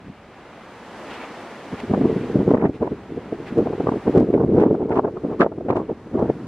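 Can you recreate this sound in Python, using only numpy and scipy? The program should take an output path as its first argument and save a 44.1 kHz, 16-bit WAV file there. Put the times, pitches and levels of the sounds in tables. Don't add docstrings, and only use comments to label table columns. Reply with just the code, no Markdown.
import sys
import numpy as np
from scipy import signal
from scipy.fft import rfft, irfft, next_fast_len
from scipy.io import wavfile
from scipy.ndimage import uniform_filter1d

SR = 44100
rng = np.random.default_rng(int(sys.argv[2]) if len(sys.argv) > 2 else 0)


def to_wav(s):
    ch = np.atleast_2d(s).T
    pcm = np.round(np.clip(ch, -1, 1) * 32767)
    wavfile.write(sys.argv[1], SR, pcm.astype(np.int16))


N = 285327
TIME = np.arange(N) / SR

# time_s, rush_db, hiss_db
FLOCK_LEVELS = [(0, -60, -77), (.7, -54, -67.5), (1.15, -48, -60), (1.29, -49, -62), (1.75, -49.5, -62.5),
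                (2.33, -51.5, -63.5), (2.52, -53, -68), (2.59, -63.5, -71), (2.73, -62.5, -72.5),
                (2.95, -57.5, -72.5), (3.58, -53.5, -68), (4.18, -51.5, -65.5), (4.26, -58, -71),
                (4.75, -61.5, -76), (5.05, -61.5, -75), (5.3, -57.5, -71.5), (5.5, -65.5, -77.5),
                (6, -58, -73.5), (6.47, -55.5, -70.5)]
# centre_s, level_db, length_s, whistle_relative_db
BANKING_SWISHES = [(1.112, -45, 0.016, 0.5), (1.145, -45, 0.058, -1), (1.228, -41.5, .04, -6),
                   (1.792, -48, 0.022, 1.5), (1.803, -34, 0.0054, -6), (2.755, -55, .03, -1),
                   (3.481, -42, .03, -8.5)]
# time_s, gain_db
RUSH_TREBLE_GAIN = [(0, 2), (1.3, 0.5), (1.9, 1), (5.5, -1), (6.4, -3.5)]
# frequency_hz, density_db
RUSH_SPECTRUM = [(20, -27.5), (60, -23), (120, -9), (220, 5), (450, 3.5), (750, 3), (1200, -1.5),
                 (2000, -6.5), (2800, -12.5), (4000, -21), (6000, -31.5), (12000, -47.5)]
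HISS_SPECTRUM = [(1500, -13), (3000, 6), (4500, 6), (6000, 2.5), (7300, -0.5), (10000, -6.5), (12000, -12),
                 (13500, -28), (15500, -41)]
SWISH_SPECTRUM = [(300, -6), (800, 4), (1500, 3), (2200, 2), (3500, -14), (6000, -24), (12000, -39)]
WHISTLE_SPECTRUM = [(1500, -21), (2300, 5.5), (2800, 3), (4000, -8), (6000, -23), (8000, -23.5),
                    (12000, -43.5)]

# time_s, rumble_db
BREEZE_LEVELS = [(0, -67), (.3, -88), (1.6, -79), (1.76, -64.5), (1.96, -24.5), (2.28, -32), (2.55, -25),
                 (2.76, -42), (3.05, -44), (3.48, -39.5), (3.88, -30.5), (4.02, -45.5), (4.37, -23),
                 (4.68, -22), (4.84, -28.5), (5.02, -26.5), (5.2, -38.5), (5.28, -29), (5.55, -35),
                 (5.8, -30), (5.99, -47.5), (6.2, -38), (6.47, -39)]
# centre_s, rumble_db, length_s, rasp_relative_db, pitch_hz
WIND_BUFFETS = [(0.088, -50, 0.047, -34, 601.4), (1.735, -29, 0.022, -39, 600),
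                (1.843, -28, 0.019, -31, 600.6), (1.91, -18.5, 0.019, -21, 599.1),
                (1.942, -19, 0.019, -5, 800.9), (2.014, -15, .012, -9.5, 620),
                (2.053, -13, 0.023, -19.5, 801), (2.101, -18.5, 0.01, -22.5, 601.4),
                (2.167, -20.5, 0.018, -41.5, 601), (2.305, -23, 0.013, -28, 604),
                (2.36, -13.5, 0.02, -23, 600.1), (2.406, -17.5, 0.042, -17.5, 701.7),
                (2.481, -16.5, 0.021, -19, 599.9), (2.509, -15, .028, -13.5, 848.6),
                (2.544, -13.5, 0.014, -7.5, 846.3), (2.573, -28.5, 0.024, -3, 797.8),
                (2.605, -26, 0.015, -7.5, 951.3), (2.629, -17.5, 0.021, -8.5, 851.9),
                (2.652, -14, 0.026, -9.5, 748.8), (2.696, -22, 0.017, -12.5, 650),
                (2.827, -17.5, 0.024, -10, 701.8), (2.856, -27.5, 0.025, -8.5, 778.7),
                (2.875, -29, .016, 0.5, 818), (2.923, -22.5, .024, -22, 600.4),
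                (3.124, -30, 0.046, -23.5, 601), (3.179, -24, 0.018, -21.5, 598.7),
                (3.329, -22.5, 0.0097, -14.5, 604), (3.346, -26.5, 0.011, -16, 610),
                (3.404, -31.5, 0.03, -25.5, 599.7), (3.526, -26, 0.02, -21, 600.3),
                (3.589, -12.5, 0.034, -16.5, 599.4), (3.626, -21, 0.019, -22.5, 600.5),
                (3.668, -21.5, 0.023, -9.5, 718.7), (3.706, -24, .012, -17.5, 749),
                (3.735, -25, 0.013, -4, 758.8), (3.806, -17, 0.0099, -7.5, 640.8),
                (3.871, -19.5, 0.0082, -4, 1048), (3.89, -16.5, 0.011, -7.5, 1050),
                (3.923, -21.5, 0.012, -4.5, 750.7), (3.941, -19, .011, -16, 851),
                (3.968, -23, 0.022, -22, 599.8), (4.078, -14, 0.022, -11.5, 662.6),
                (4.099, -17, 0.016, -24.5, 605.5), (4.171, -9.5, 0.042, -13, 660),
                (4.214, -16, 0.016, -19, 852.4), (4.229, -15.5, 0.025, -28.5, 599.1),
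                (4.306, -16.5, 0.013, -19.5, 598.7), (4.351, -12.5, 0.027, -17, 747.8),
                (4.381, -21, 0.0097, -7.5, 846.6), (4.409, -15.5, 0.018, -12, 851),
                (4.44, -15, 0.019, -13.5, 618.2), (4.543, -13.5, 0.028, -20.5, 599.1),
                (4.585, -13, 0.036, -12, 750), (4.616, -10, 0.013, -14, 699.3),
                (4.633, -15, 0.016, -6.5, 830.4), (4.665, -13, 0.026, -15.5, 780.1),
                (4.71, -13, .02, -28, 598.6), (4.749, -17.5, 0.01, -10, 650),
                (4.819, -19, 0.03285, -13, 750), (4.918, -17.5, 0.035, -6.5, 780),
                (4.973, -15, 0.029, -7.5, 850.3), (4.991, -17.5, .012, -5, 1045),
                (5.049, -16.5, 0.018, -9, 699), (5.079, -22, .022, -7, 748.7),
                (5.17, -25.5, 0.016, -9.5, 1000), (5.251, -16.5, .018, -18, 751),
                (5.322, -24.5, .035, -10, 950), (5.406, -11, 0.012, -12.5, 1196),
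                (5.418, -16, 0.0099, 0.5, 1250), (5.431, -17.5, 0.024, -0.5, 785),
                (5.463, -23, 0.017, -2.5, 678.5), (5.523, -31, 0.0079, -1, 621),
                (5.584, -24.5, .012, -12, 622.4), (5.611, -18, 0.0065, -15, 621.3),
                (5.663, -26, 0.017, -14.5, 620), (5.689, -20, .009, -3, 650),
                (5.705, -16, 0.019, -8, 955.3), (5.729, -17.5, 0.0093, -5, 793.4),
                (5.769, -17.5, .024, -6.5, 821), (5.804, -23, 0.026, -9.5, 1000),
                (5.898, -21, 0.013, -10, 698.7), (5.917, -19, 0.015, -19, 621.2),
                (6.072, -36, 0.026, -23, 603.5), (6.156, -17.5, 0.029, -16, 650),
                (6.197, -21.5, 0.039, -6.5, 779), (6.223, -18.5, .018, -10, 856),
                (6.249, -23.5, 0.032, -9, 753.4), (6.298, -18.5, 0.02, -12.5, 763)]
# time_s, gain_db
RUMBLE_BASS_GAIN = [(0, 29), (1.7, 13), (2.1, 6), (3.3, 3), (4.5, 2.5), (5, -14.5), (5.9, -5), (6.4, 10.5)]
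# centre_s, peak_db, pitch_hz
EDDY_POPS = [(1.948, -15.5, 850), (1.978, -5.5, 330), (2.363, -7.5, 330), (2.479, -5.5, 370),
             (2.515, -0.5, 380), (2.546, -3.5, 420), (2.826, -5.5, 330), (3.325, -16, 400),
             (3.673, -9, 480), (3.805, -11.5, 430), (3.871, -13.5, 790), (3.892, -9, 710),
             (3.923, -17, 520), (3.961, -11.5, 330), (4.208, -5.5, 332.7), (4.29, -7, 300),
             (4.341, -7, 330), (4.439, -9.5, 450), (4.581, -4, 350), (4.73, -4.5, 300), (4.995, -3, 650),
             (5.407, -2.5, 320), (5.41, -7, 1100), (5.43, -3, 650), (5.464, -9.5, 522), (5.703, -11, 485),
             (6.227, -1.5, 340), (6.301, -5, 400)]
# centre_s, level_db, length_s, fizz_relative_db
AIR_SPITS = [(2.514, -39.5, .01, -14), (2.547, -38, 0.0068, -20), (2.574, -40, 0.011, -24),
             (2.612, -43.5, 0.028, -24), (2.659, -40.5, 0.023, -23), (2.847, -53, 0.052, -17),
             (3.892, -43, 0.0082, -20), (4.342, -41.5, 0.013, -16), (4.61, -46.5, 0.063, -10.5),
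             (4.922, -41, .019, -18.5), (4.973, -45, .03, -10), (5.41, -33, 0.0092, -8),
             (5.427, -35, 0.019, -13.5), (5.704, -40.5, 0.015, -11), (5.768, -43.5, .016, -14),
             (6.301, -42.5, 0.0098, -17)]
# frequency_hz, density_db
RUMBLE_SPECTRUM = [(15, -34.5), (30, -25), (60, -16.5), (120, -5), (200, -0.5), (300, 2.5), (460, 1.5),
                   (540, -10.5), (650, -16), (850, -29.5), (1200, -33.5), (3000, -83)]
RASP_SPECTRUM = [(200, -21), (450, 12), (650, 18), (950, -5), (1250, -4), (1650, -17), (2400, -40),
                 (4000, -59.5), (8000, -82.5)]
TEAR_SPECTRUM = [(600, -20), (1000, 1.5), (1400, 9), (1750, -2.5), (2600, -18), (3500, -28.5), (5000, -45),
                 (10000, -66.5)]
DEEP_SPECTRUM = [(15, -21), (30, -10), (60, 1.5), (130, 4.5), (250, 3), (600, -36.5), (2000, -81.5)]
SIZZLE_SPECTRUM = [(700, -18), (1150, 2), (1650, 3), (2100, -2), (2600, -12), (3500, -30), (6000, -60)]
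FIZZ_SPECTRUM = [(1500, -10), (2600, 8), (3400, -0.5), (7000, -21), (10000, -28.5), (15000, -52.5)]

# centre_s, level_db, length_s
CRACKLE_SPELLS = [(2.495, -28, 0.075), (3.59, -30, 0.045), (4.175, -26.5, 0.04), (4.585, -32.5, 0.07),
                  (4.745, -36.5, 0.041), (4.96, -31, 0.062), (5.403, -37, .03), (5.786, -33, 0.046)]
# start_s, level_db
SHARP_TICKS = [(3.582, -21), (4.158, -24), (4.1795, -18), (4.201, -25), (4.552, -30.5), (4.606, -26),
               (4.617, -30), (4.894, -29), (4.958, -27), (5.395, -27.5), (5.758, -28), (5.769, -25.5),
               (6.195, -26.5)]
# frequency_hz, density_db
TICK_SPECTRUM = [(300, 4), (1500, 6), (3000, 3), (6000, -3), (8500, -10), (11000, -22), (15000, -38)]

# frequency_hz, gain_db
TREBLE_BAND = [(1200, -37.5), (1700, -9.5), (2300, -1)]
BASS_BAND = [(150, -5.5), (210, -7), (280, -13), (400, -38)]
# frequency_hz, gain_db
FLOCK_ANTIPHASE = [(100, -62), (900, -56.5), (1400, -31.5), (2300, -12), (4400, -4), (8000, 1),
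                   (14000, 5.5)]
WIND_ANTIPHASE = [(60, -50), (120, -55), (220, -41), (400, -24.5), (700, -15.5), (1300, -5), (2400, 5),
                  (8000, 14.5)]


def flock(rush_gain_db=12.5, hiss_gain_db=4, swish_gain_db=1):
    rush_db, hiss_db = curves(FLOCK_LEVELS)
    swish_level, whistle_level = swells(BANKING_SWISHES)
    rush = gain_of(rush_db + rush_gain_db) * wing_noise(RUSH_SPECTRUM)
    rush = shelved(rush, TREBLE_BAND, RUSH_TREBLE_GAIN)
    hiss = gain_of(hiss_db + hiss_gain_db) * wing_noise(HISS_SPECTRUM)
    banking = swish_level * wing_noise(SWISH_SPECTRUM) + whistle_level * wing_noise(WHISTLE_SPECTRUM)
    return ports(rush + hiss + gain_of(swish_gain_db) * banking, FLOCK_ANTIPHASE)


def wing_noise(spectrum, near_share=0.094, waver_db=0.71):
    flutter = np.sqrt(1 - near_share + near_share * wingbeats())
    pair = unit_rms(coloured(rng.standard_normal((2, N)) * flutter, spectrum))
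    return pair * gain_of(-waver_db * wander(0.16))


def wingbeats(birds=40, beat_hz=11, stroke_cycles=0.053):
    t = TIME[::32]
    power = np.zeros(len(t))
    for pace, phase, bout, size in rng.random((birds, 4)):
        cycle = (beat_hz * (.8 + 0.49 * pace) * t + phase) % 1
        flapping = np.maximum(np.sin(2 * np.pi * ((.5 + pace) * t + bout)), 0)
        power += size ** 2 * flapping * np.exp(-((cycle - .5) / stroke_cycles) ** 2)
    return np.interp(TIME, t, power / power.mean())


def wind(rumble_power, rasp_power, pitch_hz, cores):
    swirl = wander(0.0028)
    low_lumps = gain_of(4 * swirl + 5 * cores)
    high_lumps = gain_of(4.5 * swirl + 5 * cores)
    rumble = np.sqrt(rumble_power) * turbulence(RUMBLE_SPECTRUM, low_lumps, span_s=0.015)
    rumble = shelved(rumble, BASS_BAND, RUMBLE_BASS_GAIN)
    rasp_level = np.sqrt(rasp_power)
    rasp = rasp_level * turbulence(RASP_SPECTRUM, high_lumps, span_s=0.009)
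    ring = rasp_level * hollow_ring(pitch_hz, high_lumps)
    growth = np.minimum((rasp_power / gain_of(-23.5) ** 2) ** 0.33, 2.8)
    tear = rasp_level * growth * turbulence(TEAR_SPECTRUM, high_lumps, span_s=0.0067)
    deep = (rumble_power + gain_of(-79) ** 2) ** 0.11 * turbulence(DEEP_SPECTRUM, 1, span_s=0.087)
    pair = rumble + gain_of(-1) * rasp + gain_of(-2) * ring + gain_of(-17) * tear + gain_of(-35) * deep
    return ports(pair, WIND_ANTIPHASE)


def gusts(eddies_per_s=20, eddy_s=0.0154, eddy_db=3, breeze_rasp_db=-23.5, breeze_hz=650):
    arrivals = 1. * (rng.random(N) < eddies_per_s / SR)
    bell = np.exp(-(2 * (TIME[:4096] - TIME[2048]) / eddy_s) ** 2)
    eddies = abs(signal.oaconvolve(arrivals, bell, "same"))
    rumble_power = gain_of(curves(BREEZE_LEVELS)[0]) ** 2 * (1 + gain_of(eddy_db) ** 2 * eddies)
    rasp_power = rumble_power * gain_of(breeze_rasp_db) ** 2
    weighted_pitch = rasp_power * breeze_hz
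    cores = np.zeros(N)
    for centre_s, rumble_db, length_s, rasp_relative_db, pitch_hz in WIND_BUFFETS:
        buffet = gain_of(rumble_db) ** 2 * bump(centre_s, length_s, lean=0.064)
        puff = buffet * gain_of(rasp_relative_db) ** 2
        rumble_power += buffet
        rasp_power += puff
        weighted_pitch += puff * pitch_hz
        cores += bump(centre_s, 0.0064)
    return rumble_power, rasp_power, weighted_pitch / rasp_power, cores


def hollow_ring(pitch_hz, lumps, width_hz=390, waver_share=0.0899):
    centre_hz = pitch_hz * (1 + waver_share * wander(0.01197))
    carrier = np.exp(2j * np.pi * np.cumsum(centre_hz) / SR)
    lowpass = signal.butter(3, width_hz / 2, fs=SR, output="sos")
    slow_noise = signal.sosfilt(lowpass, rng.standard_normal((2, N)) * lumps)
    return steadied((carrier * slow_noise).real, span_s=0.015)


def pops(order=4.7, gain_db=-1):
    pair = np.zeros((2, N))
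    t = np.arange(-600, 600) / SR
    for (centre_s, peak_db, pitch_hz), turns in zip(EDDY_POPS, rng.random((len(EDDY_POPS), 2))):
        phase = np.exp(2j * np.pi * turns[:, None])
        swing = phase / (1 - 2j * np.pi * pitch_hz * t / order) ** (order + 1)
        start = round(centre_s * SR) - len(t) // 2
        pair[:, start:start + len(t)] += gain_of(peak_db + gain_db) * swing.real
    return ports(pair, WIND_ANTIPHASE)


def sizzle(lumps_db=5):
    lumps = gain_of(lumps_db * wander(0.0014))
    grain_level, fizz_level = swells(AIR_SPITS)
    grains = grain_level * turbulence(SIZZLE_SPECTRUM, lumps, span_s=0.019)
    fizz = fizz_level * turbulence(FIZZ_SPECTRUM, lumps, span_s=0.013)
    return ports(grains + fizz, WIND_ANTIPHASE)


def crackle(period_s=.0107, spread_db=3):
    power = sum(gain_of(db) ** 2 * bump(centre_s, length_s) for centre_s, db, length_s in CRACKLE_SPELLS)
    train = np.sqrt(power) * (np.arange(N) % round(period_s * SR) == 0)
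    for start_s, level_db in SHARP_TICKS:
        train[round(start_s * SR)] += gain_of(level_db)
    sizes = gain_of(spread_db * np.clip(rng.standard_normal((2, N)), -2, 2))
    return coloured(train * sizes, TICK_SPECTRUM)


def turbulence(spectrum, lumps, span_s):
    return steadied(coloured(rng.standard_normal((2, N)) * lumps, spectrum), span_s)


def ports(pair, antiphase_spectrum):
    antiphase = coloured(pair[1], antiphase_spectrum)
    return np.array([pair[0] + antiphase, pair[0] - antiphase])


def swells(rows):
    power = sum(np.outer(gain_of([db, db + top_db]) ** 2, bump(centre_s, length_s))
                for centre_s, db, length_s, top_db in rows)
    return np.sqrt(power)


def bump(centre_s, length_s, lean=0):
    offset = 2 * (TIME - centre_s) / length_s
    near = abs(offset) < 6
    bell = np.zeros(N)
    bell[near] = np.exp(-(offset[near] / (1 + lean * np.sign(offset[near]))) ** 2)
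    return bell


def shelved(x, band, gain_rows):
    return x + (gain_of(curves(gain_rows)[0]) - 1) * coloured(x, band)


def coloured(x, spectrum):
    frequency_hz, gain_db = np.transpose(spectrum)
    size = next_fast_len(N + 4096)
    bin_hz = np.fft.rfftfreq(size, 1 / SR)
    response = gain_of(np.interp(np.log(bin_hz + 1), np.log(frequency_hz), gain_db))
    return irfft(rfft(x, size) * response, size)[..., :N]


def steadied(pair, span_s):
    return pair / np.sqrt(abs(smoothed(pair ** 2, span_s)) + 1e-12)


def wander(span_s):
    return unit_rms(smoothed(rng.standard_normal(N), span_s))


def smoothed(x, span_s):
    size = max(2, int(span_s * SR))
    return uniform_filter1d(uniform_filter1d(x, size), size)


def curves(rows):
    time_s, *columns = np.transpose(rows)
    return [np.interp(TIME, time_s, column) for column in columns]


def unit_rms(x):
    return x / np.sqrt(np.mean(x ** 2) + 1e-20)


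def gain_of(db):
    return 10 ** (np.asarray(db) / 20)


def scene():
    rumble_power, rasp_power, pitch_hz, cores = gusts()
    return flock() + wind(rumble_power, rasp_power, pitch_hz, cores) + pops() + sizzle() + crackle()


def record(dry):
    ceiling, cutoff_hz = .95, 15700
    rounded = dry / (1 + (dry / ceiling) ** 8) ** (1 / 8)
    lowpass = signal.firwin(511, cutoff_hz, window=("kaiser", 9), fs=SR)
    return signal.oaconvolve(rounded, lowpass[None], "same")


dry = scene()
out = record(dry)
to_wav(out)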